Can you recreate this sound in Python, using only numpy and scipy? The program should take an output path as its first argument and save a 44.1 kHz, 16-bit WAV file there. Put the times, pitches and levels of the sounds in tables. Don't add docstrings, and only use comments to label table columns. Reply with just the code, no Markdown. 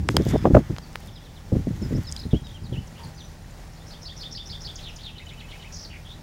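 import sys
import numpy as np
from scipy import signal
from scipy.fft import rfft, irfft
from scipy.io import wavfile
from scipy.ndimage import uniform_filter1d, map_coordinates

SR = 44100
rng = np.random.default_rng(int(sys.argv[2]) if len(sys.argv) > 2 else 0)


def materialize(psi):
    bounded = np.clip(np.atleast_2d(psi).T, -1, 1)
    quanta = np.round(bounded * 32767).astype(np.int16)
    wavfile.write(sys.argv[1], SR, quanta)


N = 274302
TIME_S = np.arange(N) / SR
MOTOR_HZ = 39.78


def amp(db):
    return 10 ** (np.asarray(db, float) / 20)


def rms_one(x):
    return x / np.sqrt(np.mean(x ** 2) + 1e-20)


def curves(rows):
    times, *columns = np.transpose(rows)
    return [np.interp(TIME_S, times, column) for column in columns]


def coloured_noise(spectrum, size=N, sample_rate=SR):
    freqs = np.maximum(np.fft.rfftfreq(size, 1 / sample_rate), 1e-3)
    row_freqs, row_db = np.transpose(spectrum)
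    gain = amp(np.interp(np.log(freqs), np.log(row_freqs), row_db, left=-120, right=-120))
    return rms_one(irfft(rfft(rng.standard_normal(size)) * gain, size))


def drift(rate_hz):
    r = np.exp(-2 * np.pi * rate_hz / SR)
    wander = signal.lfilter([1], [1, -2 * r, r * r], rng.standard_normal(N + 20000))
    return rms_one(wander[20000:])


def add(out, start_s, sound):
    i = max(round(start_s * SR), 0)
    out[i:i + len(sound)] += sound[:len(out) - i]


def wind():
    # time_s, level_db
    breeze = [(0.0, -22.5), (0.08, -29), (0.42, -24.5), (0.53, -27.5), (0.74, -40), (1.39, -44.5),
              (1.56, -35.5), (1.71, -30), (1.82, -29.5), (2.04, -36), (2.67, -40), (2.79, -43),
              (6.22, -44.5)]
    # start_s, level_db, speed_m_per_s
    gusts = [(0.087, -19.5, 3.3), (0.141, -20, 5.07), (0.167, -17, 3.85), (0.192, -14, 3.84),
             (0.254, -19, 4.05), (0.279, -20, 4.3), (.305, -22, 3.22), (.333, -11, 5.18),
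             (0.351, -14, 6.55), (.442, -17, 6.6), (0.452, -8, 9.14), (0.464, -12, 6.56),
             (0.499, -15, 3.76), (0.545, -3, 7.73), (0.563, -5.5, 6.74), (0.581, -17, 4.6),
             (0.598, -26.5, 3.43), (0.697, -19, 3.24), (1.05, -40, 1.88), (1.519, -17, 3.77),
             (1.548, -18, 3.87), (1.58, -21, 2.48), (1.666, -22, 3.2), (1.7, -26.5, 2.62),
             (1.814, -22, 3.23), (1.845, -25, 3), (1.906, -22, 3.2), (1.922, -17, 2.68), (1.946, -18, 3.8),
             (1.972, -21, 3.2), (2.089, -35, 1.96), (2.252, -25.5, 2.42), (2.33, -14.5, 3.3),
             (2.409, -32, 2.02), (2.615, -31.5, 2), (2.69, -32.5, 2.2), (2.721, -23, 3.25),
             (2.767, -28, 2.26), (3.038, -34.5, 1.58), (3.6, -38.5, 1.22), (4.298, -35.5, 1.33),
             (4.5, -37.5, 1.42), (4.64, -39, 1.31), (5.74, -39, 1.49)]
    # cycles_per_m, level_db
    swirls = [(3, -36), (8, -3.5), (20, -3), (45, -0.5), (90, -9), (160, -21), (300, -43), (600, -62),
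              (1500, -85)]
    breeze_m_per_s, gust_m = 2.02, .095
    breeze_db, = curves(breeze)
    power = amp(breeze_db) ** 2
    weighted_speed = power * breeze_m_per_s
    for start_s, level_db, speed in gusts:
        length_s = gust_m / speed
        t = np.arange(round(3 * length_s * SR)) / SR
        sudden_front = np.minimum(t / .004, 1) ** 2
        gust = amp(level_db) ** 2 * sudden_front * np.exp(-(t / length_s) ** 2.5)
        slowing = .6 + .6 * np.exp(-t / length_s)
        add(power, start_s, gust)
        add(weighted_speed, start_s, gust * speed * slowing)
    air_speed = np.clip(weighted_speed / power, .3, 12)
    travelled_m = np.cumsum(air_speed) / SR
    points_per_m = 8000
    pattern = coloured_noise(swirls, size=2 ** 19, sample_rate=points_per_m)
    flutter = map_coordinates(pattern, [travelled_m * points_per_m], order=3, mode="wrap")
    flutter /= np.sqrt(uniform_filter1d(flutter ** 2, size=1500) + 0.27)
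    lumps = rms_one(amp(2 * drift(rate_hz=63)))
    low_cut = signal.butter(3, 46.4, "high", fs=SR, output="sos")
    return signal.sosfilt(low_cut, np.sqrt(power) * flutter * lumps)


def field_hush():
    # pitch_hz, level_db
    colour = [(12, -42), (20, 7.5), (52, -6), (146, -37), (210, -14), (388, -10.5), (780, -12), (1220, -17),
              (1910, -17.5), (2910, -22.5), (3440, -22.5), (5530, -22), (7950, -29.5), (14700, -35),
              (16000, -32)]
    return amp(-49 + 1.16 * drift(rate_hz=4.6)) * coloured_noise(colour)


def motor_hum():
    # cycles_per_turn, level_db
    tones = [(1, -47.5), (2, -51), (3, -55.5), (4, -52), (5, -61.5), (6, -63), (8, -66), (14.74, -67.5),
             (20, -66), (22.15, -68.5)]
    angle = 2 * np.pi * MOTOR_HZ * TIME_S
    out = np.zeros(N)
    for cycles, level_db in tones:
        gain = np.sqrt(2) * amp(level_db + 0.83 * drift(rate_hz=4.3))
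        out += gain * np.sin(cycles * angle + rng.uniform(0, 2 * np.pi))
    return out


def rubs_and_hiss():
    # time_s, level_db, bright_share (0 to 1)
    outline = [(.085, -71, 0.5), (.1, -40.5, 0.7), (.135, -49, 0.66), (.2, -42.5, 0.05), (.24, -48, 0.44),
               (.295, -39, 0.46), (.32, -43, 0.11), (.45, -47, 0.1), (.52, -52.5, 0.33), (.56, -45.5, 0.6),
               (.62, -51, 0.07), (.76, -54, 0.3), (.8, -65, 0.51), (1.01, -66, 0.5), (1.1, -67.5, 0.49),
               (1.5, -72, 0.38), (1.53, -54, 0.34), (2.1, -52, 0.3), (2.2, -52, 0.53), (2.23, -83, 0.39)]
    # pitch_hz, level_db
    dull = [(700, -1), (1300, 5), (2000, 6), (2700, -4.5), (3500, -1), (5000, -36), (8000, -47)]
    bright = [(2500, 3.5), (4000, 3), (6500, 6), (9000, -3.5), (15000, -4.5)]
    level_db, bright_share = curves(outline)
    noise = np.sqrt(1 - bright_share) * coloured_noise(dull)
    noise += np.sqrt(bright_share) * coloured_noise(bright)
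    sounding = TIME_S < outline[-1][0]
    return amp(level_db + 2 * drift(rate_hz=24)) * noise * sounding


def finger_ticks():
    # start_s, level_db, lowest_hz, width_octaves
    taps = [(0.0875, -19, 5500, 0.72), (.1671, -9, 2870, 1.65), (.2214, -33, 4000, 1.15),
            (0.251, -32, 3500, 2.2), (.289, -27, 4000, 1.5), (.38, -37.5, 5030, 1),
            (0.784, -28.5, 3770, 1.14), (.93, -42, 5420, 0.58), (0.9574, -32, 5935, 1.4),
            (1.004, -41, 5970, 1.23), (1.0613, -40.5, 5480, 1.38), (1.073, -40, 6010, 0.95),
            (2.035, -39, 6000, 1.11), (2.1156, -29, 5730, 0.72), (2.124, -20, 5800, 0.45),
            (2.164, -28, 3264, 1.3), (2.2, -39, 5980, 1.15), (2.469, -39, 2762, 1.12)]
    # pitch_hz, level_db, ring_ms (time to fade by 60 dB)
    housing = [(3200, -1, 10.8), (4950, -0.5, 9)]
    out, fade_s = np.zeros(N), .0067
    fade = amp(-60 * TIME_S[:1500] / fade_s)
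    for start_s, level_db, lowest_hz, octaves in taps:
        highest_hz = min(lowest_hz * 2 ** octaves, .45 * SR)
        band = signal.butter(2, [lowest_hz, highest_hz], "band", fs=SR, output="sos")
        tick = signal.sosfilt(band, rng.standard_normal(len(fade)) * fade)
        add(out, start_s, amp(level_db) * tick / np.abs(tick).max())
    for pitch_hz, level_db, ring_ms in housing:
        decay, step = amp(-60000 / (ring_ms * SR)), 2 * np.pi * pitch_hz / SR
        ring = signal.lfilter([1, 0, -1], [1, -2 * decay * np.cos(step), decay ** 2], out + 1e-18)
        out += amp(level_db) * (1 - decay) * 4 * ring
    return out


def microphone_pops():
    # time_s, level_db, width_ms, direction (+1 push, -1 pull)
    shoves = [(0.0898, 0, 0.073, -1), (0.1688, -2, 0.13, -1), (.267, -9.5, 0.43, 1), (.361, -2.5, 0.37, -1),
              (0.4549, -1, 0.21, -1), (0.458, 0, 0.25, 1), (.537, -1, 1.21, 1), (.551, 6, 0.25, 1),
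              (0.572, -9, 0.59, 1), (0.765, -21, 0.052, -1), (0.7843, -20, 0.11, 1), (0.955, -28, 0.1, 1),
              (0.9572, -11, 0.061, 1), (1.527, -5, 0.76, 1), (1.569, -7.5, 0.64, 1), (1.672, -9.5, 0.53, 1),
              (1.948, -21, 0.57, 1), (2.335, -7.5, 1.03, 1)]
    out = np.zeros(N)
    t = np.arange(-200, 2001) / SR
    for time_s, level_db, width_ms, direction in shoves:
        widths = t * 1000 / width_ms
        push = np.exp(-widths ** 2 / 2)
        rebound = .3 * np.exp(-((widths - 3.5) / 2.5) ** 2 / 2)
        add(out, time_s + t[0], direction * amp(level_db) * (push - rebound))
    return out


def repeat(syllable, first_s, level_db, count=1, every_s=0, soft_start_db=0, sink=0):
    notes, swell_s = [], .18
    for k in range(count):
        start_s = first_s + k * every_s
        syllable_db = level_db + soft_start_db * np.exp(-k * every_s / swell_s)
        for delay_s, length_s, *pitches_hz, note_db, buzz in syllable:
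            pitches_hz = np.array(pitches_hz) * (1 - sink) ** k
            notes.append((start_s + delay_s, length_s, *pitches_hz, syllable_db + note_db, buzz))
    return notes


def small_bird_notes():
    # start_s, length_s, start_hz, middle_hz, end_hz, level_db, buzz (0 to 1)
    calls = [(.2, 0.21, 3560, 3530, 3430, -51.5, 0.48), (.36, 0.11, 5300, 5010, 4950, -58, 0.2),
             (1.089, 0.257, 3462, 3480, 3430, -63, 0.39), (1.125, 0.06, 5600, 5074, 5000, -58, 0.2),
             (2.04, .068, 4906, 3962, 3376, -50, 0.04), (2.44, 0.047, 3852, 3780, 3550, -50.5, 0.06),
             (2.54, .04, 3160, 3168, 2604, -48, .15), (2.87, 0.013, 7210, 6200, 5210, -53, 0.7),
             (2.955, 0.054, 2632, 2904, 3205, -52.5, 0.76), (2.99, 0.0527, 950, 933, 892, -47.5, 1),
             (3.03, .025, 5095, 4497, 4400, -50, 0.47), (3.145, 0.14, 6014, 5960, 5987, -56.5, 0.21)]
    # start_s, length_s, middle_hz, level_db
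    chirps = [(1.01, 0.021, 3400, -60), (1.075, .024, 3400, -51.5), (1.155, 0.034, 3483, -54),
              (1.247, 0.036, 3570, -54), (1.356, 0.034, 3450, -54), (2.634, .04, 4476, -51.5),
              (3.167, 0.06, 4080, -49), (4.88, .036, 5573, -56)]
    peeps = [(.82, 0.034, 4600, -55), (1.818, 0.04, 5200, -46), (1.947, .017, 5150, -47.5),
             (2.068, 0.024, 5100, -40.5), (2.19, .019, 5030, -40), (2.443, .025, 4980, -57)]
    # start_s, middle_hz, level_db
    flicks = [(1.96, 5443, -48.5), (2.088, 5250, -41), (2.172, 4240, -42), (2.192, 4126, -44),
              (2.212, 4180, -43), (2.232, 4010, -44.5), (2.49, 3480, -48), (2.506, 3424, -47.5),
              (2.524, 3450, -54), (3.238, 3716, -50)]
    # delay_s, length_s, start_hz, middle_hz, end_hz, level_db, buzz
    dip = [(0, .041, 3690, 3325, 2860, -2, 0.47), (.035, .041, 2720, 3200, 3280, -0.1, 0.021)]
    notes, fall_hz_per_s = list(calls), 40000
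    for start_s, length_s, hz, level_db in chirps:
        half_fall_hz = fall_hz_per_s * length_s / 2
        notes.append((start_s, length_s, hz + half_fall_hz, hz, hz - half_fall_hz, level_db, .23))
    for start_s, length_s, hz, level_db in peeps:
        notes.append((start_s, length_s, hz * 1.05, hz, hz * .95, level_db, .07))
    for start_s, hz, level_db in flicks:
        notes.append((start_s, .0113, hz * .9, hz, hz * 1.1, level_db, .06))
    return notes + repeat(dip, first_s=2.308, level_db=-44, count=2, every_s=.417, sink=.086)


def birdsong(notes):
    song, shake = np.zeros(N), drift(rate_hz=650)
    for start_s, length_s, start_hz, middle_hz, end_hz, level_db, buzz in notes:
        u = np.linspace(-1, 1, round(length_s * SR))
        bend_hz = (start_hz + end_hz) / 2 - middle_hz
        glide_hz = middle_hz + (end_hz - start_hz) / 2 * u + bend_hz * u ** 2
        wobble = np.resize(shake[round(start_s * SR):], len(u))
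        pitch_hz = glide_hz * (1 + .127 * buzz * wobble)
        loudness = np.sqrt(2) * amp(level_db) * np.sqrt(1 - u ** 4)
        add(song, start_s, loudness * np.sin(2 * np.pi * np.cumsum(pitch_hz) / SR))
    farness = np.where((TIME_S > 1.7) & (TIME_S < 2.9), .5, .84)
    song *= rms_one(amp(3 * farness * drift(rate_hz=94)))
    t = TIME_S[:SR // 2]
    echo_db, echo_fade_s = -2.5, .28
    echoes = rng.standard_normal(len(t)) * amp(-60 * t / echo_fade_s) * (t > .004)
    echoes /= np.sqrt(np.sum(echoes ** 2))
    return song + amp(echo_db) * signal.fftconvolve(farness * song, echoes)[:N]


def whine():
    pitch_hz, level_db, start_s, stop_s, fade_s = 14998, -76, .5, 2.22, .046
    fade = np.clip(np.minimum(TIME_S - start_s, stop_s - TIME_S) / fade_s, 0, 1)
    return np.sqrt(2) * amp(level_db) * fade * np.sin(2 * np.pi * pitch_hz * TIME_S)


def gear_clicks():
    # place_in_round (0 to 1), pitch_hz, ring_ms, level_db
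    contacts = [(.66, 1890, 25, -48), (.35, 1890, 25, -58), (.73, 7050, 24, -55), (.13, 7050, 24, -57),
                (.51, 7050, 24, -57), (.93, 9230, 22, -57), (.36, 9230, 22, -58), (.73, 9230, 22, -61),
                (.05, 9230, 22, -61)]
    start_s, round_s, spread_db = 1.6, 3 / MOTOR_HZ, 3
    rounds = np.arange(np.ceil(start_s / round_s), N / SR / round_s - 1)
    out = np.zeros(N)
    for place, pitch_hz, ring_ms, level_db in contacts:
        hits = np.zeros(N)
        hit_samples = ((rounds + place) * round_s * SR).astype(int)
        hits[hit_samples] = amp(level_db + spread_db * rng.standard_normal(len(rounds)))
        decay, step = amp(-60000 / (ring_ms * SR)), 2 * np.pi * pitch_hz / SR
        build_up = np.cos(step * np.arange(132)) * np.hanning(132) / 33
        drive = signal.fftconvolve(hits, build_up)[:N]
        ring = signal.lfilter([0, np.sin(step)], [1, -2 * decay * np.cos(step), decay ** 2], drive + 1e-18)
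        out += ring * amp(2.8 * drift(rate_hz=3.2))
    return out


def finch_notes():
    # delay_s, length_s, start_hz, middle_hz, end_hz, level_db, buzz (0 to 1)
    trill = [(0, 0.02198, 5524, 5500, 5646, -6.5, 0.39), (.014, 0.01044, 6308, 5667, 5334, -4, .5),
             (.022, 0.047, 5307, 5123, 5067, -8, 0.14), (.038, .028, 3872, 4560, 4547, -0.5, .22),
             (.062, .012, 4525, 3750, 2900, -2.5, .6), (.075, 0.033, 3092, 3527, 3516, -2.5, 0.19)]
    slur = [(0, .012, 7240, 5646, 4516, 0, .05), (.025, .04, 2994, 3620, 3808, -7, 0.753),
            (.07, .08, 4350, 3500, 2500, -2, .6)]
    churr = [(0, 0.021, 2973, 3005, 2911, -1, 0.13), (.016, 0.0127, 3210, 3953, 3920, -5, 0.53),
             (.026, .016, 4030, 3408, 2530, 1.5, 0.933), (.043, .022, 1950, 2280, 2600, -2.5, .15),
             (.063, 0.024, 2550, 2603, 2600, -5, 0.23)]
    flourish = [(0, 0.059, 5900, 5630, 4985, 0, 0.69), (.063, 0.0575, 5205, 5445, 5640, -0.5, 0.608),
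                (.113, 0.0288, 5630, 4710, 4306, 3, 0.47), (.173, 0.08, 2900, 2587, 2150, -5.5, 0.84),
                (.323, 0.1, 3098, 3480, 3800, -4, 0.43)]
    return (repeat(trill, first_s=3.72, level_db=-37.5, count=7, every_s=.1475, soft_start_db=-18)
            + repeat(slur, first_s=4.756, level_db=-39.5, count=2, every_s=.204)
            + repeat(churr, first_s=5.155, level_db=-46.5, count=5, every_s=.11)
            + repeat(flourish, first_s=5.722, level_db=-43.5))


def scene():
    air = field_hush() + wind() + microphone_pops()
    small_noises = finger_ticks() + rubs_and_hiss()
    motor = motor_hum() + gear_clicks()
    birds = birdsong(small_bird_notes() + finch_notes())
    return (air + small_noises + motor + whine() + birds)[None]


def record(dry):
    clipped = dry / (1 + np.abs(dry / .99) ** 8) ** (1 / 8)
    treble_cut = signal.ellip(12, .5, 55, 15850, fs=SR, output="sos")
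    return signal.sosfilt(treble_cut, clipped)


dry = scene()
out = record(dry)
materialize(out)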